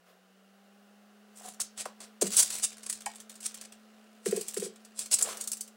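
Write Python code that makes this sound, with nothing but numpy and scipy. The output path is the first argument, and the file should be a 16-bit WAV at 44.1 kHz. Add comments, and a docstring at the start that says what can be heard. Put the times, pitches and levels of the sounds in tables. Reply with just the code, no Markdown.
"""Foil at a wooden desk

A soldering iron's cord drags over aluminium foil, which buckles in snaps, crumples and faint ticks.
A foil roll is picked up, crinkles in the hand, bumps a shelf, rocks on the desk and slides along it;
the wood thuds and the cardboard core rings. A small computer fan spins up and hums.
Small room, close microphone."""
import sys
import numpy as np
from scipy import signal
from scipy.fft import rfft, irfft, next_fast_len
from scipy.io import wavfile
from scipy.ndimage import map_coordinates

SR = 44100
rng = np.random.default_rng(int(sys.argv[2]) if len(sys.argv) > 2 else 0)


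def store_pcm(level_fs):
    """Save levels as 16-bit WAV."""
    pcm = np.round(np.clip(level_fs, -1, 1) * 32767).astype(np.int16)
    wavfile.write(sys.argv[1], SR, np.atleast_2d(pcm).T)


N = 254016
TIME_S = np.arange(N) / SR

# Spectra of fan air, rubbed wood and foil. Each row: frequency in Hz, relative level in dB.
AIR_SPECTRUM = [(30, -29.5), (140, -29), (200, -3), (420, 1.5), (750, 2.5), (1050, -5.5), (1350, -0.5),
                (2400, -11), (2850, -5), (3250, -11), (8000, -17), (11500, -19.5), (13000, -25.5),
                (15500, -17)]
WOOD_SPECTRUM = [(200, -18), (450, 5), (700, 2.5), (1300, 1), (2000, -4.5), (3500, -6), (8000, -14.5)]
FOIL_SPECTRUM = [(30, -27), (150, -27), (400, -20), (1000, -18), (2000, -17.5), (3500, -13), (5500, -8),
                 (6800, -6), (7700, -2), (8800, -2.5), (10500, -9), (12000, -14.5), (13200, -23.5),
                 (15500, -14.5)]
# Strokes over wood. 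Each row: peak time in seconds, level in dB, rise and fall in seconds per 13 dB.
WOOD_STROKES = [(0.084, -59, 0.027, 0.085), (1.474, -51.5, 0.096, 0.039), (2.012, -50, .008, 0.062),
                (2.217, -36, 0.0018, 0.039), (5.225, -46, 0.047, 0.062), (5.292, -41.5, 0.044, 0.11)]
# Blows on desk and shelf. Each row: start in seconds, peak in dB, pitch in Hz, spread in octaves.
WOOD_KNOCKS = [(1.408, -44, 735, 0.48), (1.455, -43, 743, 0.056), (1.482, -44.5, 740, 0.063),
               (1.597, -38.5, 860, 1.04), (1.856, -28.5, 730, 1.02), (1.864, -37, 840, 0.77),
               (2.2175, -18.5, 396, 0.62), (2.254, -32.5, 383, 0.48), (5.271, -35, 715, .35),
               (5.287, -33, 1120, 0.88)]
# The roll, set down and rocking. Each row: start in seconds, first peak in dB, first gap in seconds,
# hand push in dB per rock, damping in dB per rock squared.
ROLL_ROCKINGS = [(4.2596, -20, .063, 8, 5.0), (4.566, -25, .054, 3, 3.04)]
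# Taps on the cardboard core. Each row: start in seconds, peak in dB.
TUBE_TAPS = [(3.0622, -24)]
# Core modes. Each row: frequency in Hz, relative level in dB, ungripped T60 in seconds.
TUBE_MODES = [(697, -8.5, 0.24), (714, -7, 0.058), (812, 5, 0.073), (862, 2, 0.11), (926, 3, 0.056),
              (1080, -14, 0.11), (1640, -10, 0.09), (1867, -11, 0.12), (2260, -5.5, 0.047),
              (2524, -8, 0.034), (3080, -8, 0.039)]
# Foil colour. Each row: time in seconds, tilt at -37 dB in dB per octave, top treble gain in dB.
FOIL_COLOUR = [(1.4, 5.5, 4), (1.6, -0.5, 1), (1.85, -5.5, 0), (2.05, -2, -7), (2.35, -4.5, 5),
               (2.9, -1, -1.5), (3.4, 0, 4), (3.7, -3, -0.5), (4.299, -1.5, 2.5), (4.499, -0.5, 4),
               (5.0, 0, 0), (5.15, -3, 0.5), (5.3, 0, -0.5), (5.55, 1.5, 5.5)]
# Spells of settling foil. Each row: start in seconds, end in seconds, level in dB.
SETTLING_SPELLS = [(1.358, 1.55, -49), (2.249, 2.6, -34.5), (2.699, 3.02, -45.5), (3.074, 3.22, -51),
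                   (3.289, 3.65, -49), (3.723, 4.2, -64), (4.471, 4.68, -45), (4.726, 4.96, -64),
                   (5.324, 5.62, -55)]
# Runs of buckles. Each row: centre in seconds, level in dB, Gaussian sigma in seconds.
FOIL_CRUMPLES = [(1.379, -52, 0.015), (1.471, -47.5, 0.031), (1.614, -27.5, 0.0061), (1.792, -40.5, 0.011),
                 (1.81, -35.5, 0.011), (2.034, -49.5, 0.017), (2.224, -22.5, 0.0049), (2.272, -30, 0.0044),
                 (2.338, -31, 0.015), (2.379, -20.5, 0.011), (2.399, -15, 0.01), (2.43, -20, 0.0047),
                 (2.544, -37, 0.041), (2.643, -23, 0.0096), (2.866, -33.5, 0.0028), (2.901, -35.5, 0.0063),
                 (3.45, -42, 0.02), (3.464, -29, 0.0053), (3.654, -46.5, 0.0046), (4.277, -36, .013),
                 (4.368, -43.5, 0.058), (4.49, -47.5, 0.022), (4.578, -32.5, 0.0066), (4.645, -38.5, 0.019),
                 (5.009, -38.5, 0.023), (5.133, -21.5, 0.0099), (5.215, -25.5, 0.0033),
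                 (5.305, -41.5, 0.034), (5.415, -38.5, 0.0086), (5.534, -32.5, 0.0051)]
# Single buckles. Each row: start in seconds, level in dB.
FOIL_SNAPS = [(1.6013, -28), (1.7758, -41.5), (1.8545, -39.5), (2.0031, -44), (2.2125, -27.5),
              (2.367, -17.5), (2.5026, -32.5), (2.7259, -50), (2.8306, -43.5), (2.8973, -27),
              (2.9257, -32.5), (3.0057, -46.5), (3.0591, -32.5), (3.1563, -45.5), (3.201, -43),
              (3.295, -42), (3.3536, -48), (3.4056, -46), (3.543, -38.5), (3.5733, -47), (3.6118, -40.5),
              (3.7219, -46.5), (4.2582, -33.5), (4.3096, -35), (4.3619, -32), (4.4106, -33.5),
              (4.4824, -32), (4.5414, -36), (4.5979, -35), (4.7586, -53.5), (4.8487, -49), (4.9903, -30),
              (5.0582, -39.5), (5.1125, -29.5), (5.1395, -18.5), (5.1867, -27), (5.2239, -18.5),
              (5.3702, -37), (5.4098, -31), (5.4379, -38), (5.474, -29), (5.5165, -29), (5.5697, -40.5),
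              (5.608, -31.5), (5.6767, -49)]
# Room decay. Each row: frequency in Hz, T60 in seconds.
ROOM_DECAY = [(200, 0.32), (450, 0.19), (1000, 0.21), (4000, 0.3), (9000, 0.14), (15000, 0.16)]
# Microphone dips. Each row: centre in Hz, width in Hz, depth from 0 to 1.
MIC_DIPS = [(308, 39, 0.85), (892, 55, 0.74)]


def amp(db):
    """Decibels to gain."""
    return 10 ** (np.asarray(db) / 20)


def unit(x):
    """Scale to rms 1."""
    return x / np.sqrt(np.mean(x ** 2) + 1e-20)


def along(points, hz):
    """Interpolate (Hz, value) points on a log axis."""
    knots_hz, values = np.transpose(points)
    return np.interp(np.log(hz + 1), np.log(knots_hz + 1), values)


def wobble(steps):
    """Smooth random curve, one knot per whole step."""
    return map_coordinates(rng.standard_normal(int(steps[-1]) + 4), [steps])


def filtered(x, response):
    """Apply a complex frequency response."""
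    size = next_fast_len(len(x) + SR // 10)
    return irfft(rfft(x, size) * response(np.fft.rfftfreq(size, 1 / SR)), size)[:len(x)]


def resonance(hz, centre_hz, width_hz):
    """Causal ringing peak of gain 1."""
    return 1j * hz * width_hz / (centre_hz ** 2 - hz ** 2 + 1j * hz * width_hz)


def add(track, start_s, sound):
    """Mix a sound into the track."""
    part = track[max(round(start_s * SR), 0):][:len(sound)]
    part += sound[:len(part)]


def in_room(sound, wet_db, onset_s=0.0078):
    """Direct sound plus a fresh room tail, which starts with the nearest wall."""
    hz, t, noise = signal.stft(rng.standard_normal(SR // 3), SR, nperseg=256)
    decay = amp(-60 * t / along(ROOM_DECAY, hz)[:, None])
    tail = signal.istft(noise * decay, SR, nperseg=256)[1]
    tail *= 1 - np.exp(-(np.arange(len(tail)) / SR / onset_s) ** 2)
    response = amp(wet_db) * tail / np.linalg.norm(tail)
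    response[0] = 1
    return signal.fftconvolve(sound, response)


def fan(start_hz=179, full_hz=215.4, spin_tau_s=.78, hum_tau_s=.45, waver_hz=.2):
    """Blade tone climbs over rushing air; its fourth harmonic sweeps through a case resonance."""
    approach = lambda first, last, tau_s: last + (first - last) * np.exp(-TIME_S / tau_s)
    hum_db = approach(-72.5, -59.8, hum_tau_s)
    air_db = approach(-66.5, -62.5, spin_tau_s)
    blade_hz = approach(start_hz, full_hz, spin_tau_s) + waver_hz * wobble(TIME_S * 6)
    phase = 2 * np.pi * np.cumsum(blade_hz) / SR
    case_gain = amp(-9) * np.abs(resonance(4 * blade_hz, centre_hz=797, width_hz=16))
    blades = np.sin(phase) + amp(-15) * np.sin(2 * phase) + amp(-25.5) * np.sin(3 * phase)
    blades += case_gain * np.sin(4 * phase)
    air = unit(filtered(rng.standard_normal(N), lambda hz: amp(along(AIR_SPECTRUM, hz))))
    return amp(hum_db + 0.33 * wobble(TIME_S * 8)) * unit(blades) + amp(air_db) * air


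def slide(judder_db=2.0, judder_per_s=130):
    """Hand, cord and roll catch and slip on the wood grain; each stroke swells and dies."""
    envelope = sum(amp(db - 13 * np.maximum((peak_s - TIME_S) / rise_s, (TIME_S - peak_s) / fall_s))
                   for peak_s, db, rise_s, fall_s in WOOD_STROKES)
    rub = unit(filtered(rng.standard_normal(N), lambda hz: amp(along(WOOD_SPECTRUM, hz))))
    return envelope * unit(rub * amp(judder_db * wobble(TIME_S * judder_per_s)))


def dispersed(x, lag_s=.009):
    """Low bending waves travel slower, so a blow arrives as a falling chirp."""
    delay_s = lambda hz: lag_s * (430 / np.maximum(hz, 160)) ** 1.3
    return filtered(x, lambda hz: np.exp(-2j * np.pi * np.cumsum(delay_s(hz)) * hz[1]))


def bumps(boom_db=-3.5, reference_hz=426, boom_db_per_oct=-12.5, click_db=-41):
    """Single blows, as rows for knocks(); higher ones boom less."""
    return [(start_s, db, hz, spread_oct, boom_db + boom_db_per_oct * np.log2(hz / reference_hz),
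             click_db) for start_s, db, hz, spread_oct in WOOD_KNOCKS]


def contact_s(start_s, gap_s, k, gap_ratio=.74):
    """Time of contact k of a roll that rocks ever faster."""
    return start_s + gap_s * (1 - gap_ratio ** k) / (1 - gap_ratio)


def rocks(pitch_hz=415, spread_oct=0.28, boom_db=-3, boom_loss_db=6, click_db=-28.5, click_loss_db=9):
    """Contacts of the rocking roll, as rows for knocks(); boom and click fade with each."""
    return [(contact_s(start_s, gap_s, k), db + push_db * k - damping_db * k ** 2,
             pitch_hz, spread_oct, boom_db - boom_loss_db * k, click_db - click_loss_db * k)
            for start_s, db, gap_s, push_db, damping_db in ROLL_ROCKINGS for k in range(5)]


def knocks():
    """Each blow drives a broad band of the board, its low boom, a higher ring and a contact click."""
    out, blow = np.zeros(N), signal.unit_impulse(SR // 4, SR // 50)
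    band = lambda hz, centre_hz, spread_oct: np.exp(-(np.log2((hz + 1) / centre_hz) / spread_oct) ** 2)
    boom = lambda hz: resonance(hz, centre_hz=203, width_hz=28) * band(hz, 203, spread_oct=.4)
    ring = lambda hz: amp(-21) * resonance(hz, centre_hz=690, width_hz=24)
    click = lambda hz: band(hz, centre_hz=1650, spread_oct=0.7)
    for start_s, db, pitch_hz, spread_oct, boom_db, click_db in bumps() + rocks():
        board = lambda hz: (band(hz, pitch_hz, spread_oct) + amp(boom_db) * boom(hz)
                            + ring(hz) + amp(click_db) * click(hz))
        thud = dispersed(filtered(blow, board))
        thud *= amp(db) / np.abs(thud).max()
        add(out, start_s - blow.argmax() / SR, in_room(thud, wet_db=-9, onset_s=0.0031))
    return out


def landings(offset_db=-17, loss_db=2.5):
    """The first contacts of the rocking roll, as taps for tube()."""
    return [(contact_s(start_s, gap_s, k), db + offset_db - loss_db * k)
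            for start_s, db, gap_s, _, _ in ROLL_ROCKINGS for k in range(3)]


def tube(rise_s=0.0004, held_cutoff_hz=550, lying_cutoff_hz=1300, grip_db_per_s=250):
    """Taps ring the hollow core, damped by the grip; on the desk it loses its low modes."""
    out, t = np.zeros(N), np.arange(SR // 4) / SR
    modes = sum((-1) ** k * amp(db - 60 * t / t60_s) * np.sin(2 * np.pi * hz * t)
                for k, (hz, db, t60_s) in enumerate(TUBE_MODES))
    ring = modes * amp(-grip_db_per_s * t) * (1 - np.exp(-t / rise_s))
    for taps, cutoff_hz in (TUBE_TAPS, held_cutoff_hz), (landings(), lying_cutoff_hz):
        highpass = lambda hz: 1 - 1 / (1 + (hz / cutoff_hz) ** 5)
        pock = dispersed(filtered(ring, highpass), lag_s=.006)
        for start_s, db in taps:
            add(out, start_s, in_room(amp(db) * pock / np.abs(pock).max(), wet_db=-12))
    return out


def patch(at_s, db, reference_db=-37, tilt_per_db=0.3769, scatter_oct=0.027):
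    """Tilt, main resonance and top treble of a buckling foil patch: the harder, the brighter."""
    times_s, tilts, tops_db = np.transpose(FOIL_COLOUR)
    tilt_db_oct = np.interp(at_s, times_s, tilts) + tilt_per_db * (db - reference_db)
    facet_hz = 7930 * 2 ** (scatter_oct * rng.standard_normal())
    return tilt_db_oct, facet_hz, np.interp(at_s, times_s, tops_db)


def crackle(count, tilt_db_oct, facet_hz, top_db, scatter_db, per_s=12000, ripple_db=2.0, ripple_hz=250):
    """Tiny buckles ring a foil patch with one main resonance and many weak ones."""
    buckles = (rng.random(count) < per_s / SR) * rng.choice([-1, 1], count)
    buckles = buckles * amp(scatter_db * rng.standard_normal(count))
    weak_modes = rng.standard_normal(256)

    def colour(hz):
        db = along(FOIL_SPECTRUM, hz) + tilt_db_oct * np.log2(np.clip(hz, 2600, 8000) / 8000)
        # the brightest buckles gather in the main resonance, not above it
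        db -= 0.91 * max(tilt_db_oct, 0) * np.log2(np.clip(hz, 8000, 12000) / 8000)
        db += top_db * (1 + np.tanh((hz - 11300) / 1300)) / 2
        db += np.exp(-((hz - facet_hz) / 850) ** 2)  # main resonance, 1 dB
        db += ripple_db * map_coordinates(weak_modes, [hz / ripple_hz], mode="wrap")
        return amp(db)
    return unit(filtered(buckles, colour))


def settling(ticks_per_s=70, scatter_db=2):
    """Loosely spaced ticks. Each row: start in seconds, level in dB."""
    rows = []
    for start_s, end_s, db in SETTLING_SPELLS:
        slots_s = np.arange(start_s, end_s, 1 / ticks_per_s)
        for slot_s, (late, size) in zip(slots_s, rng.random(size=(64, 2))):
            rows.append((slot_s + late / ticks_per_s, db + scatter_db * np.log(-np.log(size))))
    return rows


def ticks(t60_s=0.024, rise_s=0.00038, gain_db=3.0):
    """Small facets of settling foil flip back, each with its own colour."""
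    out, t = np.zeros(N), np.arange(SR // 25) / SR
    envelope = amp(gain_db - 60 * t / t60_s) * (1 - np.exp(-t / rise_s))
    for start_s, db in settling():
        tick = crackle(len(t), *patch(start_s, db), scatter_db=3.0, ripple_db=3.5, ripple_hz=600)
        add(out, start_s, in_room(amp(db) * envelope * tick, wet_db=-8))
    return out


def crumples(reference_per_s=9000, reference_db=-30.5, tilt_scale=0.75, muffle_hz=11500, muffle_db=-6.5):
    """Pressure sets off an avalanche of buckles, sparser when gentle; dense, soft buckles give off less top."""
    out, t = np.zeros(N), np.arange(-SR // 6, SR // 6) / SR
    for centre_s, db, sigma_s in FOIL_CRUMPLES:
        tilt_db_oct, facet_hz, top_db = patch(centre_s, db)
        swell = np.exp(-.5 * (t / sigma_s) ** 2)
        per_s = reference_per_s * amp(db - reference_db) ** .5
        run = crackle(len(t), tilt_scale * tilt_db_oct, facet_hz, top_db, scatter_db=4.5, per_s=per_s)
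        add(out, centre_s + t[0], in_room(amp(db) * swell * run, wet_db=-11))
    return filtered(out, lambda hz: amp(muffle_db * (1 + np.tanh((hz - muffle_hz) / 700)) / 2))


def snaps(shiver_t60_s=0.064, crack_t60_s=0.031, rise_s=.0008, hard_db=-21.5):
    """A crease flips with a sharp crack and the sheet shivers after it."""
    out, t = np.zeros(N), np.arange(SR // 12) / SR
    decay = amp(-60 * t / shiver_t60_s) + 0.67 * amp(-60 * t / crack_t60_s)
    envelope = decay * (1 - np.exp(-t / rise_s))
    for start_s, db in FOIL_SNAPS:
        tilt_db_oct, facet_hz, top_db = patch(start_s, db)
        tilt_db_oct += 0.7 + 2.8 * max(db - hard_db, 0)  # hard snaps brighten faster
        shiver = crackle(len(t), tilt_db_oct, facet_hz, top_db, scatter_db=0.0)
        add(out, start_s, in_room(amp(db) * envelope * shiver, wet_db=-10))
    return out


def scene():
    """Desk, roll and foil over the fan, mono."""
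    return (fan() + slide() + knocks() + tube() + crumples() + snaps() + ticks())[None]


def record(dry):
    """Microphone: two narrow dips and a 15.9 kHz band limit."""
    dips = lambda hz: np.prod([1 - min(depth, 1) * np.exp(-((hz - centre_hz) / width_hz) ** 2)
                               for centre_hz, width_hz, depth in MIC_DIPS], axis=0)
    lowpass = lambda hz: .5 - .5 * np.tanh((hz - 15900) / 130)
    return filtered(dry[0], lambda hz: dips(hz) * lowpass(hz))[None]


dry = scene()
out = record(dry)
store_pcm(out)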